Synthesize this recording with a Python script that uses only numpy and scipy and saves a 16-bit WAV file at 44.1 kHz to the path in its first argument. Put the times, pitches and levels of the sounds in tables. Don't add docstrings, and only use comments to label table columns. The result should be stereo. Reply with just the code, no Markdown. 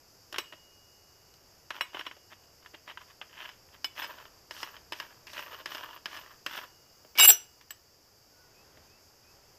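import sys
import numpy as np
from scipy import signal
from scipy.fft import rfft, irfft, next_fast_len
from scipy.io import wavfile
from scipy.ndimage import map_coordinates

SR = 44100
rng = np.random.default_rng(int(sys.argv[2]) if len(sys.argv) > 2 else 0)


def to_wav(s):
    ch = np.atleast_2d(s).T
    pcm = np.round(np.clip(ch, -1, 1) * 32767)
    wavfile.write(sys.argv[1], SR, pcm.astype(np.int16))


N = 422478


def amp(db):
    return 10 ** (np.asarray(db) / 20)


def unit(x):
    return x / np.sqrt(np.mean(x ** 2) + 1e-20)


def along(points, hz):
    f, v = np.transpose(points)
    return np.interp(np.log(hz + 1), np.log(f + 1), v)


def gains(rows, outside=-120):
    s, *cols = np.transpose(rows)
    t = np.arange(N) / SR
    return np.array([amp(np.interp(t, s, c, outside, outside)) for c in cols])


def wobble(rate, size=N):
    knots = rng.standard_normal(int(size * rate / SR) + 4)
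    return map_coordinates(knots, [np.arange(size) * rate / SR])


def since(s):
    return np.maximum(np.arange(N) / SR - s, 0)


def add(track, s, sound):
    part = track[:, round(s * SR):][:, :sound.shape[-1]]
    part += sound[..., :part.shape[1]]


def noise(size=N):
    return rng.standard_normal((2, size))


def tone(cycles, alike=0.8):
    apart = np.arccos(np.clip(alike, -1, 1)) / 2
    return np.sin(2 * np.pi * (cycles + rng.random()) + np.array([[-apart], [apart]]))


def ring(modes, scatter_db, detune, size=2 * SR):
    t = np.arange(size) / SR
    out = 0
    for hz, db, t60 in modes:
        decay = amp(db + scatter_db * rng.standard_normal() - 60 * t / t60)
        out = out + decay * tone(hz * (1 + detune * rng.standard_normal()) * t)
    return out


# pitch_hz, left_right_likeness (1 = same, 0 = unrelated)
STEEL_WIDTH = [(300, .9), (700, 0.35), (1500, 0.47), (3000, 0.31), (12000, .2)]


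def colour(pair, spectrum, alike=STEEL_WIDTH, size=2048):
    hz = np.fft.rfftfreq(size, 1 / SR)
    inside = np.clip(hz + 1, spectrum[0][0], spectrum[-1][0])
    octaves_outside = np.abs(np.log2((hz + 1) / inside))
    cepstrum = irfft(np.log(amp(along(spectrum, hz) - 16 * octaves_outside)))
    cepstrum[1:size // 2] *= 2
    cepstrum[size // 2 + 1:] = 0
    response = np.exp(rfft(cepstrum))
    turn = np.arccos(np.clip(along(alike, hz), -1, 1)) / 2
    taps = irfft(response * [np.cos(turn), np.sin(turn)])[:, :size // 2]
    mid, side = signal.fftconvolve(pair, taps / np.linalg.norm(taps), axes=1)[:, :N]
    return np.array([mid + side, mid - side])


def left_first(pair):
    lag = 7
    return np.array([pair[0], np.pad(pair[1], (lag, 0))[:N]])


# time_s, air_db, insects_db
BED_LEVELS = [(0, -64.5, -62), (1.6, -65, -63), (3.2, -63, -62.5), (5.5, -62.5, -61.5), (6.8, -63.5, -62),
              (7.85, -67, -64), (8.7, -62.5, -63), (9.58, -64.5, -63)]
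# (per Hz, relative)
AIR_SPECTRUM = [(15, -42.5), (25, 3.5), (88, 2.5), (213, -8.5), (395, -3.5), (1190, -9.5), (1440, -10),
                (2070, -14), (2790, -13.5), (3040, -16.5), (4000, -21), (5200, -50), (8800, -120)]
# (per Hz, relative)
INSECT_SPECTRUM = [(3800, -24), (4250, -15), (4650, 0), (5300, -1), (5800, -7), (6500, -6), (7500, -11),
                   (9000, -27), (11000, -15), (13000, -11.5), (14500, -15.5)]
# pitch_hz, left_right_likeness
BED_WIDTH = [(60, 1), (300, 0.1), (620, 0.34), (1360, 0), (6500, 0.0075)]


def woodland():
    air_gain, insect_gain = gains(BED_LEVELS, outside=None)
    air = air_gain * amp(2 + .87 * wobble(4.4)) * colour(noise(), AIR_SPECTRUM, BED_WIDTH)
    insects = insect_gain * amp(3 + .5 * wobble(16)) * colour(noise(), INSECT_SPECTRUM, BED_WIDTH)
    return air + insects


# time_s, level_db, then relative to it thud_db, crack_db, nut_ring_db
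KNOCKS = [(.325, -33.5, -2.5, -3, -27), (.342, -27.5, -31, -22.5, -17), (.359, -30, -10, -15, -19.5),
          (.382, -17, -14.5, -8, -11), (.523, -35, -14, -19, -21), (.533, -40, -1.5, -21, -21),
          (1.338, -55.5, -11, 4, -19), (1.704, -22.5, -46, -16.5, -22), (1.808, -18, -19, -18.5, -6.5),
          (1.944, -32, -5, -28, -25), (1.991, -34, -9, -20, -5), (2.065, -26.5, -15, -20, -14),
          (2.111, -35.5, -20, -22, -20), (2.166, -53, 7, -8, -19), (2.323, -41, -21, -25, -30),
          (2.435, -55, -14, -15, -18), (2.659, -37.5, -31, -31, -36), (2.738, -50, 4, -25, -28),
          (2.876, -34.5, -16, -29, -22), (2.896, -33, -30, -29, -30), (2.972, -32.5, -32, -32, -30),
          (3.213, -30, -36, -36, -29), (3.223, -44, -11, -25, -21), (3.489, -36.5, -26, -15, -15),
          (3.686, -53, -15, -22, -28), (3.843, -25.5, -26, -6, -1.5), (4.042, -33, -20, -8, -6.5),
          (4.765, -38, -24, -20, -12), (4.93, -30.5, -12, -13.5, -5), (5.332, -37, -12, -2.5, -20),
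          (5.779, -36.5, -17, -10, -7), (6.143, -36, -16, -12, -15), (6.212, -41, -20, -24, -20),
          (7.047, -52.5, 9, -11, -13), (7.153, -36.5, -6.5, -10, -20), (7.175, -29, -13, 1.5, -8),
          (7.184, -17.5, -30, -3.5, -11), (7.196, -13.5, -44, -3, -8), (7.247, -16, -30, -3, -11),
          (7.254, -21, -25, -2, -12), (7.61, -44, -18, -9, -16), (7.705, -35, -35, -4.5, -13.5),
          (8.771, -48, 0, -23, -29.5)]
# touch_s, slip_s, stop_s, slap_db, slip_knock_db, rattle_db,
# coast_fade (dB per s), finger_hiss_db
FLICKS = [(3.952, 4.024, 4.26, -49, -30, -39, 42, -63), (4.508, 4.629, 4.76, -29.5, -26, -42.5, 55, -57),
          (4.921, 4.999, 5.2, -24.5, -26.5, -43.5, 91, -64),
          (5.268, 5.392, 5.61, -36.5, -30.5, -41, 10, -61),
          (5.657, 5.747, 5.97, -25.5, -31, -38.5, 26, -62), (6.056, 6.17, 6.35, -24.5, -35.5, -42, 65, -63),
          (6.462, 6.574, 6.645, -22, -38, -37, 74, -61)]
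# thud_db, crack_db, ring_db
FLICK_KNOCK_MIX = (-15.5, -12.5, -9)


def contacts():
    rows = list(KNOCKS)
    for touch, slip, _, slap_db, slip_db, *_ in FLICKS:
        rows += [(touch, slap_db, *FLICK_KNOCK_MIX), (slip, slip_db, *FLICK_KNOCK_MIX)]
    return rows


# (per Hz, relative)
THUD_SPECTRUM = [(110, -22), (230, -12), (330, 1), (470, -7), (620, 4.5), (1000, -8), (1800, -17)]
# (per Hz, relative)
BOLT_SPECTRUM = [(150, -25.5), (240, -22.5), (325, -12), (480, -17.5), (590, -4.5), (750, -6.5), (980, 0.5),
                 (1400, -1.5), (1680, 2.5), (2300, -3), (3000, 2.5), (3500, -5), (4200, -18.5), (5500, -25)]
# (per Hz, relative)
BRIGHT_SPECTRUM = [(2500, -18.5), (4000, 1.5), (5500, 6), (7000, -5), (9000, -11), (12000, -7),
                   (14500, -17)]
# tip_pitch_hz, tip_level_db (at the bolt's tip), seated_pitch_hz, seated_level_db
# (on the thread), t60_s
NUT_MODES = [(2200, -16, 2265, -14, .13), (2500, -14, 2492, -18, .1), (2904, 2, 2995, 0, .068),
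             (3946, -16, 3470, -14, .11), (5520, -7.5, 5110, 0.5, .075), (7200, -28, 4100, -25, .1),
             (8720, -26, 7700, -22.5, .12), (10200, -27, 10670, -25, .08), (12400, -34, 13750, -28, .09),
             (14140, -21, 14200, -20, .11)]
SEATED_S = 3.2


def knocks():
    thud, shudder, crack, steel = np.zeros((4, 2, N))
    t = np.arange(SR // 6) / SR
    shudder_t60 = .052
    for s, db, thud_db, crack_db, ring_db in contacts():
        attack = 1 - np.exp(-(t / .0015) ** 2)
        decay = amp(-60 * t / .012) + .65 * amp(-60 * t / shudder_t60)
        blow = attack * decay * noise(len(t))
        blow[0, round(.002 * SR)] += 5
        add(thud, s, amp(db + thud_db) * blow)
        add(shudder, s, amp(db) * blow)
        add(crack, s, amp(db + crack_db) * blow)
        modes = [(*(mode[2:4] if s > SEATED_S else mode[:2]), mode[4]) for mode in NUT_MODES]
        nut = ring(modes, scatter_db=2, detune=.003, size=len(t))
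        damping = amp(-60 * t / .031) if s > 4.3 else 1
        add(steel, s + .002, amp(db + ring_db) * nut * damping)
    blows = colour(thud, THUD_SPECTRUM) + colour(shudder, BOLT_SPECTRUM) + colour(crack, BRIGHT_SPECTRUM)
    return left_first(blows) + steel


# pitch_hz, level_db, t60_s (ringing freely)
WASHER_MODES = [(2935, -17, .3), (3730, -19, 0.247), (5895, -16.5, .15), (7760, -9, 0.26), (7725, 0, .11),
                (10640, -17, .2), (13690, 0, .12)]
# time_s, clink_db, ring_time_share (of the free t60), hum_db, hum_t60_s
CLINKS = [(.384, -48, 1.5, -55, 3.3), (1.809, -52, 1.2, -59, 3), (6.464, -57, 1, -58, 2),
          (7.305, -37, .8, -45, .65), (7.707, -38.5, 0.43, -70, .2)]
HUM_HZ = 2880


def washer():
    out = np.zeros((2, N))
    t = np.arange(2 * SR) / SR
    for s, db, freedom, hum_db, hum_t60 in CLINKS:
        modes = [(hz, level, life * freedom) for hz, level, life in WASHER_MODES]
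        add(out, s, amp(db) * ring(modes, scatter_db=1, detune=0, size=SR // 2))
        add(out, s, amp(hum_db - 60 * t / hum_t60) * tone(HUM_HZ * t, alike=-.3))
    return out


# middle_s, length_s, rattle_db
TURNS = [(1.762, 0.047, -40), (1.953, 0.033, -42), (1.996, .04, -39.5), (2.062, .03, -45.5),
         (2.326, 0.027, -46), (2.64, 0.04, -58), (2.749, 0.022, -50), (2.90, 0.05, -47),
         (3.013, 0.044, -52), (3.104, 0.053, -54), (3.423, 0.15, -43), (3.744, 0.035, -53),
         (3.996, 0.028, -37)]
TURN_HISS_DB, THREAD_HISS_DB = -27, -27
PUSH_DB, SETTLE_DB, SETTLE_S = 16, 4, .037
STOP_DB_PER_S, HISS_DB_PER_S = 450, 227
FREE_S = .072


def nut_motion():
    t = np.arange(N) / SR
    pressed = np.zeros(N)
    for s, length, db in TURNS:
        pressed += amp(db) * np.exp(-np.minimum((2 * (t - s) / length) ** 2, 20))
    free, hiss = np.zeros(N), amp(TURN_HISS_DB) * pressed
    for touch, slip, stop, _, _, db, fade, hiss_db in FLICKS:
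        push = np.clip((t - touch) / (slip - touch), 0, 1)
        coast = since(slip)
        moving = (t > touch) * amp(-STOP_DB_PER_S * since(stop))
        build_db = -PUSH_DB * (1 - push) ** 1.2
        settle_db = -SETTLE_DB * (1 - np.exp(-coast / SETTLE_S))
        spin = moving * amp(db + build_db + settle_db - fade * coast)
        grip = np.exp(-coast / FREE_S)
        pressed += grip * spin
        free += (1 - grip) * spin
        fingers = moving * amp(hiss_db - 5 * (1 - push) - HISS_DB_PER_S * coast)
        hiss += fingers + amp(THREAD_HISS_DB) * spin
    return pressed, free, hiss


def thread_impacts(size, count=5):
    hit = rng.random((count, 1, size)) < 85 / SR
    taps = hit * amp(5 * np.clip(rng.standard_normal(hit.shape), -2, 1.7))
    t = np.arange(SR // 25) / SR
    decay = amp(-60 * t / .004) + .4 * amp(-60 * t / .045)
    bodies = rng.standard_normal((count, 2, len(t))) * decay
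    return unit(signal.fftconvolve(taps, bodies, axes=2).sum(0)[:, :size])


# (per Hz, relative)
COASTING_SPECTRUM = [(180, -42.5), (300, -16), (585, -10), (804, -15), (964, -1), (1430, -8.5), (1740, -3),
                     (2230, -14.5), (2990, -5.5), (4060, -20), (4500, -22), (5850, -29), (9900, -120)]
# (per Hz, relative)
WHINE_SPECTRUM = [(13400, -30.5), (14000, -15.5), (14140, 2.5), (14280, -11), (14700, -28)]


def spinning_nut():
    pressed, free, hiss = nut_motion()
    blocks = [thread_impacts(SR // 4) for _ in range(0, N, SR // 4)]
    impacts = np.hstack(blocks)[:, :N]
    clumps = amp(1.5 * wobble(45))
    drive = unit(clumps * (impacts + .15 * noise()))
    rattle = pressed + free
    body = amp(2) * colour(pressed * drive, BOLT_SPECTRUM)
    body += amp(2) * colour(free * drive, COASTING_SPECTRUM)
    body += amp(-20) * colour(rattle * drive, THUD_SPECTRUM)
    edges = amp(-17.5) * colour(rattle * drive, BRIGHT_SPECTRUM)
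    running_free = gains([(3, -11.5), (4, -1.5)], outside=None)
    whine = amp(-11) * running_free * colour(rattle * clumps * noise(), WHINE_SPECTRUM)
    brushing = amp(7) * colour(hiss * noise(), BRIGHT_SPECTRUM)
    return body + edges + whine + brushing


def trees(x):
    t = np.arange(SR // 2) / SR
    tail = noise(len(t)) * amp(-60 * t / .31) * (t > .006)
    tail = signal.sosfilt(signal.butter(1, 4000, fs=SR, output="sos"), tail)
    return signal.fftconvolve(x, tail / np.linalg.norm(tail[0]), axes=1)[:, :N]


# start_s, end_s, plate_db, scrape_db
JERKS = [(7.151, 7.18, -47.5, -68), (7.185, 7.252, -26, -24), (7.277, 7.304, -27, -19.5)]
JERK_ATTACK_S, JERK_T60 = .005, .1
AFTER_DB, AFTER_T60 = -31, .38


def grinding():
    low, high = np.zeros((2, N))
    for start, end, plate_db, scrape_db in JERKS:
        release = amp(-60 * since(end) / JERK_T60) + amp(AFTER_DB - 60 * since(end) / AFTER_T60)
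        shape = (1 - np.exp(-since(start) / JERK_ATTACK_S)) * release
        low += amp(plate_db) * shape
        high += amp(scrape_db) * shape
    return low, high


def chatter(rate, spread_db, t60, smooth):
    hits = rng.random(N) < rate / SR
    sizes = hits * amp(spread_db * np.clip(rng.standard_normal(N), -2, 2))
    power = signal.lfilter([1], [1, -amp(-120 / (t60 * SR))], sizes ** 2)
    return unit(noise() * np.sqrt(power / power.mean() + smooth))


# (per Hz, relative)
PLATE_SPECTRUM = [(300, -34), (405, -2), (520, -16.5), (720, 0), (960, -1), (1150, -9), (1550, 5),
                  (1950, -6.5), (2500, 2.5), (3100, 2.5), (4200, -7)]
# (per Hz, relative)
SCRAPE_SPECTRUM = [(3000, -20.5), (4200, -5), (5900, -4), (6500, -15), (7000, -14.5), (7600, -2.5),
                   (8500, -17.5), (9400, -9.5), (10200, 0.5), (12000, 1.5), (14300, -2)]
# start_s, end_s, pitch_hz, level_db, t60_s,
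# left_right_likeness
SQUEALS = [(7.153, 7.18, 2259, -42, .1, .9), (7.182, 7.235, 2259, -26.5, 0.11, .9),
           (7.194, 7.25, 2652, -26.5, .12, .7), (7.186, 7.256, 2880, -12.5, .08, -.6),
           (7.194, 7.226, 3782, -19.5, .08, -0.11), (7.2, 7.228, 5000, -28, 0.073, 1),
           (7.222, 7.258, 6015, -21.5, .055, -.6), (7.197, 7.256, 7578, -16.5, .08, .45),
           (7.185, 7.24, 13700, -23.5, .05, .6), (7.24, 7.264, 13680, -17.5, .05, .6),
           (7.23, 7.255, 10645, -13.5, .05, 0), (7.277, 7.308, 7575, -11, .045, .37),
           (7.275, 7.29, 13648, -7.5, .11, 0.84), (7.3, 7.312, 13790, -18, .07, .6),
           (7.305, 7.33, 5893, -21.5, 0.15, -0.1)]


def bracket():
    low, high = grinding()
    out = colour(low * chatter(rate=240, spread_db=3, t60=.016, smooth=.26), PLATE_SPECTRUM)
    out += colour(high * chatter(rate=460, spread_db=3, t60=.012, smooth=.37), SCRAPE_SPECTRUM)
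    t = np.arange(SR // 2) / SR
    for start, end, hz, db, t60, alike in SQUEALS:
        let_go = np.maximum(t - (end - start), 0)
        swell = (1 - np.exp(-t / .00069)) * amp(db - 60 * let_go / t60)
        slipping = t < end - start
        pitch = hz + 28 * slipping * wobble(300, len(t))
        rough = amp(2 * slipping * wobble(260, len(t)))
        add(out, start, swell * rough * tone(np.cumsum(pitch) / SR, alike))
    return out


# start_s, length_s, start_pitch_hz, end_pitch_hz, level_db
WHISTLES = [(8.28, 0.22, 1500, 1447, -64.5), (8.52, 0.13, 2420, 2700, -65), (8.835, .17, 2310, 2770, -66.5),
            (9.193, 0.15, 2320, 2665, -66.5)]


def bird():
    out = np.zeros((2, N))
    for s, length, start_hz, end_hz, db in WHISTLES:
        u = np.linspace(0, 1, int(length * SR))
        pitch = start_hz + (end_hz - start_hz) * u + 25 * wobble(118.95, len(u))
        add(out, s, amp(db) * np.sin(np.pi * u ** 1.5) * tone(np.cumsum(pitch) / SR))
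    return out


def scene():
    bed = woodland() * amp([[-1.2], [1.2]])
    steel = knocks() + washer() + left_first(spinning_nut()) + bracket()
    steel = steel * amp([[-1.3], [1.3]])
    return bed + steel + amp(-19) * trees(steel) + bird()


def record(dry):
    top_hz = 14750
    held = dry / (1 + dry ** 8) ** (1 / 8)
    m = next_fast_len(N + 8192)
    kept = np.fft.rfftfreq(m, 1 / SR) < top_hz
    return irfft(rfft(held, m) * kept, m)[:, :N]


dry = scene()
out = record(dry)
to_wav(out)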